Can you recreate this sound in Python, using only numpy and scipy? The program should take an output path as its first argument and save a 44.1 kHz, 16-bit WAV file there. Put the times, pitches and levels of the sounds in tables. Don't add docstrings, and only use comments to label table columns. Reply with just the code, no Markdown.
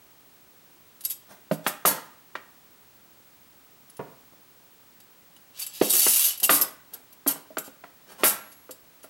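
import sys
import numpy as np
from scipy import signal
from scipy.fft import rfft, irfft, next_fast_len
from scipy.io import wavfile

SR = 44100
rng = np.random.default_rng(int(sys.argv[2]) if len(sys.argv) > 2 else 0)


def wrap_up_sound(samples):
    columns = np.atleast_2d(samples).T
    tamed = np.clip(columns, -1, 1)
    steps = np.round(tamed * 32767).astype(np.int16)
    wavfile.write(sys.argv[1], SR, steps)


N = 400869
SPAN = 32768
MEDIUM_DB = -25


def amp(db):
    return 10 ** (np.asarray(db) / 20)


def unit(x):
    return x / np.sqrt(np.mean(x ** 2) + 1e-20)


def unit_energy(x):
    return x / np.sqrt(np.sum(x ** 2, axis=-1, keepdims=True) + 1e-20)


def at_level(x, db, length_s):
    return x * amp(db) / np.sqrt(np.mean(x[:round(length_s * SR)] ** 2) + 1e-20)


def by_strength(db, value, per_db):
    return value + per_db * (db - MEDIUM_DB)


def along(points, hz):
    f, v = np.transpose(points)
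    return np.interp(np.log(hz + 1), np.log(f), v)


def age():
    return np.arange(SPAN) / SR


def fade(t60_s):
    return np.exp(-np.log(1000) * age() / max(t60_s, 1e-3))


def burst(length_s, settle_s):
    return np.exp(-np.log(1000) * np.maximum(age() - length_s, 0) / max(settle_s, 1e-3))


def add(track, s, sound):
    part = track[round(s * SR):][:len(sound)]
    part += sound[:len(part)]


def coloured(x, points):
    n = x.shape[-1]
    m = 2 * next_fast_len(n // 2 + 2048)
    gain = amp(along(points, np.fft.rfftfreq(m, 1 / SR)))
    cepstrum = irfft(np.log(gain))
    cepstrum[1:m // 2] *= 2
    cepstrum[m // 2 + 1:] = 0
    return irfft(rfft(x, m) * np.exp(rfft(cepstrum)), m)[..., :n]


def ringing(modes, detune=0):
    rings = []
    for hz, db, t60_s in modes:
        mode_hz = hz * (1 + detune * rng.standard_normal())
        sine = np.sin(2 * np.pi * mode_hz * age())
        rings.append(amp(db) * unit_energy(sine * fade(t60_s)))
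    return np.array(rings)


def struck(rings, scatter_db):
    strengths = amp(scatter_db * rng.standard_normal(len(rings)))
    signs = rng.choice([-1, 1], len(rings))
    return unit_energy((strengths * signs) @ rings)


def contacts(rate_hz, spread_db, size):
    hits = rng.random(size) < rate_hz / SR
    strengths = amp(spread_db * rng.standard_normal(size))
    return unit(hits * strengths * rng.choice([-1, 1], size))


def ports(mid, other, width):
    side = coloured(other, width)
    return np.array([mid + side, mid - side])


# (frequency [Hz], relative density [dB per Hz])
HISS = [(20, -17.5), (50, -3), (110, 2), (300, 3.5), (500, -1), (1000, -1.5), (2000, -5), (4000, -7.5),
        (8000, -10), (14000, -11.5)]
# (frequency [Hz], side re mid [dB])
HISS_WIDTH = [(60, 0), (180, -7), (550, -8.5), (1650, -18.5), (4970, -30.5), (15000, -24.5)]


def background(hiss_db=-58.0, whine_db=-58.5, whine_hz=15735, throb_hz=13):
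    t = np.arange(N) / SR
    hiss = unit(ports(*coloured(rng.standard_normal((2, N)), HISS), HISS_WIDTH))
    tone = np.sqrt(2) * np.sin(2 * np.pi * whine_hz * t)
    throb = 1 - .35 * np.cos(2 * np.pi * throb_hz * t)
    return amp(hiss_db) * hiss + amp(whine_db) * tone * throb


# (frequency [Hz], t60 [s])
ROOM_DECAY = [(100, 0.45), (260, 0.41), (700, 0.5), (1840, 0.55), (4850, 0.34), (12800, 0.23)]
# (frequency [Hz], side re mid [dB])
ROOM_WIDTH = [(30, -26), (70, -9), (130, -8.5), (400, -27.5), (1500, -41), (10000, -62)]


def kitchen(x, delay_s=.005, build_s=0.0068, count=14):
    wet = np.zeros((2, N + SPAN))
    for part in np.array_split(np.arange(N), count):
        hz, t, z = signal.stft(rng.standard_normal((2, SPAN)), SR, nperseg=256)
        decay = np.exp(-np.log(1000) * t / along(ROOM_DECAY, hz)[:, None])
        tail = signal.istft(z * decay, SR, nperseg=256)[1][:, :SPAN]
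        tail = unit_energy(tail * np.clip((age() - delay_s) / build_s, 0, 1))
        answer = signal.fftconvolve(x[None, part], tail, axes=1)
        wet[:, part[0]:part[0] + answer.shape[1]] += answer
    return ports(*wet[:, :N], ROOM_WIDTH)


# (time [s], level [dB])
THUDS = [(3.992, -33), (4.321, -57)]
# (frequency [Hz], gain [dB])
CUPBOARD = [(50, -32), (110, -4), (250, -2), (450, 0), (700, -4), (1150, -8), (1900, -20), (3000, -28),
            (6000, -48), (12000, -80)]


def cupboard(rise_s=.002, ring_t60_s=.09, head_s=.02):
    track = np.zeros(N)
    for s, db in THUDS:
        panel = rng.standard_normal(SPAN) * fade(ring_t60_s) * (1 - np.exp(-age() / rise_s))
        add(track, s, at_level(coloured(panel, CUPBOARD), db, head_s))
    return track


# (time [s], level [dB], length [s])
SCRAPES = [(1.28, -51, .04), (1.63, -46, .07), (5.928, -37, .016), (6.42, -42, .012), (6.58, -39, .04),
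           (6.916, -53, .036), (7.28, -38, .022), (8.063, -51.5, .06), (8.175, -44.5, .055)]
DRAG_RISE_SHARE, DRAG_SETTLE_S = .3, .22
SHUDDER_DELAY_S, SHUDDER_RISE_S, SHUDDER_S, SHUDDER_SETTLE_S = .01, .002, .02, .38
SHUDDER_DB, SHUDDER_PER_DB = -37.5, 1.5


def scrapes(rings):
    track = np.zeros(N)
    drags = [(s, db, DRAG_RISE_SHARE * length_s, length_s, DRAG_SETTLE_S) for s, db, length_s in SCRAPES]
    shudders = []
    for s, db, _ in throws():
        level_db = by_strength(db, SHUDDER_DB, SHUDDER_PER_DB)
        shudders.append((s + SHUDDER_DELAY_S, level_db, SHUDDER_RISE_S, SHUDDER_S, SHUDDER_SETTLE_S))
    rub_tone = [(70, -25.5), (190, -3), (1200, -2), (2500, -9), (5000, -11.5), (12000, -14)]  # (Hz, dB)
    for s, db, rise_s, length_s, settle_s in shudders + drags:
        envelope = burst(length_s, settle_s) * np.minimum(age() / rise_s, 1)
        slips = contacts(rate_hz=900, spread_db=2.5, size=SPAN) * envelope
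        dull_noise = unit_energy(rng.standard_normal(SPAN) * fade(0.058))
        board = amp(-13) * struck(rings, scatter_db=1.5) + dull_noise
        rub = coloured(signal.fftconvolve(slips, board)[:SPAN], rub_tone)
        add(track, s, at_level(rub, db, length_s + 0.03))
    return track


# (frequency [Hz], relative energy [dB], t60 [s])
STEEL = [(2712, -5, 0.1), (2920, -9, 0.14), (3800, 0, 0.12), (4360, -23, 0.063), (4540, -1, 0.027),
         (4780, -1.5, 0.135), (5240, -5, 0.2), (6460, -13, 0.1184), (6930, -3.5, 0.14), (7410, -3, 0.18),
         (7730, 6.5, 0.173), (8390, 2, 0.22), (9270, -3, 0.088), (9570, 3.5, .1), (10200, -4, 0.075),
         (9870, 6, 0.053), (10700, 2, 0.22), (11200, -13.5, 0.104), (11400, -2.5, 0.082), (11440, 5, .2),
         (11600, 10, 0.09), (12393, -20, .18), (12760, 7, .14), (12370, -4, 0.037), (13500, -11, .14),
         (13550, 11, .08), (14560, 2.5, .09)]


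def steel_pieces(count=6):
    return [ringing(STEEL, detune=.003) for _ in range(count)]


# (frequency [Hz], gain [dB])
CLASH = [(70, -58), (400, -21), (1500, -17), (2300, -13.5), (2800, -5), (4000, -8), (6000, -3),
         (8700, -3.5), (9800, 2), (13000, 1.5), (14000, -2), (16000, -7.5)]


def utensil(pieces, ring_db=-4, tick_db=-8, clash_t60_s=0.062):
    crowd = unit_energy(rng.standard_normal(SPAN) * fade(clash_t60_s))
    tick = amp(tick_db) * unit_energy(rng.standard_normal(SPAN) * fade(0.0084))
    clear = struck(pieces[rng.integers(len(pieces))], scatter_db=3)
    return unit_energy(coloured(crowd + tick, CLASH)) + amp(ring_db) * clear


def bowls(x, db):
    return coloured(x, [(60, db - 31), (600, db), (2000, db), (4500, db), (9000, 0)])


# (time [s], level [dB])
SLIDE = [(5.53, -55), (5.63, -36), (5.66, -58), (5.81, -40), (5.83, -29), (5.888, -31), (5.9, -19),
         (6.16, -19.5), (6.28, -23.5), (6.36, -47)]


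def slide(pieces, bowl_db=2.5, bowl_per_db=-.55, count=40):
    s, db = np.transpose(SLIDE)
    step_s = (s[-1] - s[0]) / count
    skid = np.sin(np.pi * np.minimum(age() / (2 * step_s), 1))
    track = np.zeros(N)
    for start in s[0] + step_s * np.arange(count - 1):
        hits = unit_energy(skid * contacts(rate_hz=380, spread_db=4, size=SPAN))
        force = hits * np.sqrt(step_s * SR) * amp(np.interp(start + age(), s, db))
        tone_db = by_strength(np.interp(start + step_s, s, db), bowl_db, bowl_per_db)
        piece = bowls(utensil(pieces, ring_db=-5.5, clash_t60_s=0.1), tone_db)
        add(track, start, signal.fftconvolve(force, unit_energy(piece))[:SPAN])
    return track


SETTLE_S, SETTLE_PER_DB = .072, .17
CHATTER_S, SETTLE_POWER = .01, .52


def settling(db, length_s):
    return SETTLE_S * (length_s / CHATTER_S) ** SETTLE_POWER * amp(by_strength(db, 0, SETTLE_PER_DB))


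# (time [s], level [dB], chatter [s], leading tone [Hz], tone re clatter before LEAD_LIFT_DB [dB])
CLINKS = [(1.008, -45, .0045, 11600, -15), (1.038, -41.5, .008, 12400, -8), (1.05, -23.5, .0015, 11610, -5),
          (1.052, -38, .0012, 4860, 0), (1.099, -29, .012, 11560, -8), (3.898, -50, .002, 10700, -2),
          (3.968, -50.5, .002, 10400, -5), (5.002, -53, .002, 13500, -15), (5.364, -54, .002, 2950, -8),
          (5.595, -32.5, .006, 12900, -16), (5.618, -32, .007, 4600, -9), (5.665, -33, .002, 11000, -10),
          (5.734, -43, .035, 4930, -13), (5.897, -27, .014, 9300, 14), (5.979, -31, .005, 4500, -4),
          (6.018, -25, .002, 4580, -8), (6.084, -29, .025, 9800, 8), (6.198, -24, .007, 11450, -7),
          (6.241, -21, .018, 12400, -7), (6.305, -35, .003, 2950, -6), (6.376, -37, .002, 11750, -3),
          (6.4, -32.5, .0015, 11750, -18), (6.431, -19, .008, 3050, -19), (6.438, -20, .008, 2776, -17),
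          (6.612, -17.5, .005, 12760, -2), (6.619, -27, .002, 5100, -8), (6.936, -36, .004, 12900, -2.5),
          (7.127, -50.5, .003, 12700, -2), (7.276, -18, .006, 11650, -10), (7.303, -28, .01, 13000, -7),
          (7.583, -28.5, .0012, 7350, -13), (7.643, -47, .028, 7350, -11.5), (8.118, -53, .003, 10200, -10),
          (8.517, -52, .009, 10200, -9), (8.709, -40, .004, 7400, -12), (9.03, -50, .015, 10200, -8)]
THROW_DELAY_S, THROW_HZ, THROW_TONE_DB = .0055, 11620, -21
LEAD_LIFT_DB = 4.5
BOWL_DB, BOWL_PER_DB = -2, -.3


def jolts(pieces, count=3):
    track = np.zeros(N)
    thrown = [(s + THROW_DELAY_S, db, length_s, THROW_HZ, THROW_TONE_DB) for s, db, length_s in throws()]
    for s, db, length_s, lead_hz, lead_db in thrown + CLINKS:
        activity = burst(length_s, settling(db, length_s))
        forces = [contacts(rate_hz=600, spread_db=2, size=SPAN) * activity for _ in range(count)]
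        forces[0][0] += 18
        clatter = sum(signal.fftconvolve(force, utensil(pieces))[:SPAN] for force in forces)
        clatter = bowls(clatter, by_strength(db, BOWL_DB, BOWL_PER_DB))
        drive = signal.fftconvolve(activity ** 2, fade(0.037) ** 2)[:SPAN]
        lead = np.sqrt(np.abs(drive)) * np.sin(2 * np.pi * lead_hz * age())
        head_s = length_s + 0.011
        sound = at_level(clatter, 0, head_s) + at_level(lead, lead_db + LEAD_LIFT_DB, head_s)
        add(track, s, at_level(sound, db, head_s))
    return track


# (frequency [Hz], starting amplitude [dB], t60 [s])
FREE = [(5329, -60, .7), (6810, -53, 1), (11340, -44, 1.1), (11560, -48, .3)]


def free_spoon(at_s=8.29):
    track = np.zeros(N)
    for hz, db, t60_s in FREE:
        add(track, at_s, amp(db) * np.sin(2 * np.pi * hz * age()) * fade(t60_s))
    return track


# (time [s], level before KNOCK_GAIN_DB [dB], contact hardness [dB],
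# frequency favoured by the struck spot [Hz], thrown cutlery level [dB], its chatter [s], 0 = none thrown)
KNOCKS = [(1.512, -20.5, -15, 165, -41.5, .021), (1.664, -24, 1, 775, -28, .012),
          (1.851, -18, -5.5, 1180, -18.5, .026), (1.982, -48, 2, 1200, 0, 0), (2.353, -36, 4.5, 1760, 0, 0),
          (5.813, -15, -14, 390, -35, .05), (6.065, -25.5, -4, 376, 0, 0),
          (6.493, -16.5, -4.5, 1280, -18.5, .06), (7.263, -27, -10, 283, -35, .02),
          (7.357, -45, -10, 1000, 0, 0), (7.504, -49, -20, 643, 0, 0), (7.570, -27.5, -5.5, 1313, 0, 0),
          (7.678, -47, -11, 260, 0, 0), (7.838, -42, 0, 800, 0, 0), (8.234, -18.5, -1, 387, -18.5, .042),
          (8.692, -43, -6, 503, 0, 0), (9.042, -46.5, -3, 675, 0, 0)]
# (frequency [Hz], relative energy [dB], t60 [s])
WOOD = [(163.8, -4.5, 0.12), (215, -7.5, 0.21), (282.3, 0.5, 0.16), (387, 6, 0.033), (433.3, -7, 0.13),
        (515, 1, 0.13), (628, 4, 0.0837), (716, -4.5, 0.071), (798, -1.5, 0.025), (998, 2.5, 0.013),
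        (1225, 2, .035), (1380, 2, 0.026), (1560, 2.5, 0.019), (1930, 1, 0.021)]
KNOCK_GAIN_DB = 35.0
SNAP_DB, SNAP_PER_DB = 4.5, .4
ROOM_DB, ROOM_PER_DB = -3.2, -.05
THUD_DB, THUD_PER_HARD_DB = -14.5, -.4
DEEP_DB, DEEP_PER_DB = -15, .5


def throws():
    return [(s, db, length_s) for s, *_, db, length_s in KNOCKS if length_s > 0]


def knocks(rings, favour_db=11, favour_octaves=0.12, ring_db=-6, spread_s=0.00074):
    track, send = np.zeros(N), np.zeros(N)
    for s, db, hard_db, spot_hz, *_ in KNOCKS:
        snap_db = hard_db + by_strength(db, SNAP_DB, SNAP_PER_DB)
        crack = unit_energy(rng.standard_normal(SPAN) * (fade(0.032) + 1.06 * fade(0.11)))
        octaves_off = np.log2(np.array(WOOD)[:, :1] / spot_hz)
        nearness = np.exp(-(octaves_off / favour_octaves) ** 2)
        board = struck(rings * amp(favour_db * nearness), scatter_db=1.5)
        softness = amp(np.clip(-snap_db, 0, 15) / 2)
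        onset = 1 - np.exp(-age() / spread_s)
        blow = unit_energy((amp(ring_db) * softness * board + crack) * onset)
        thud_db = THUD_DB + THUD_PER_HARD_DB * hard_db
        deep_db = DEEP_DB + DEEP_PER_DB * max(db - MEDIUM_DB, 0)
        contact = [(25, deep_db - 46.5), (60, deep_db - 19), (125, deep_db - 1.5),
                   (210, thud_db + 12), (380, thud_db / 2 + 2.5), (700, 0),
                   (1400, hard_db + 3), (2000, (hard_db + snap_db) / 2),
                   (3200, snap_db - 7.5), (6000, snap_db - 19), (14000, snap_db - 39)]
        sound = amp(db + KNOCK_GAIN_DB) * coloured(blow, contact)
        add(track, s, sound)
        add(send, s, amp(by_strength(db, ROOM_DB, ROOM_PER_DB)) * sound)
    return track, send


# (frequency [Hz], left re right [dB])
LEAN = [(60, -9), (250, -7.5), (500, -2), (1000, -0.7), (4000, -1.5), (12000, 0.4)]


def scene():
    steel, wood = steel_pieces(), ringing(WOOD)
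    thuds, rubs = cupboard(), scrapes(wood)
    cutlery = slide(steel) + jolts(steel) + free_spoon()
    bumps, bumps_send = knocks(wood)
    room_send = amp(-7.5) * thuds + amp(-13.5) * cutlery + amp(-11.5) * (bumps_send + rubs)
    left, right = cutlery + bumps + rubs + thuds + kitchen(room_send)
    lean = np.array(LEAN)
    leaned = np.array([coloured(left, lean * [1, .5]), coloured(right, lean * [1, -.5])])
    return leaned + background()


def record(dry, top=0.63, top_hz=15850):
    held = dry / (1 + np.abs(dry / top) ** 4) ** (1 / 4)
    m = next_fast_len(N + SPAN)
    return irfft(rfft(held, m) * (np.fft.rfftfreq(m, 1 / SR) < top_hz), m)[:, :N]


dry = scene()
out = record(dry)
wrap_up_sound(out)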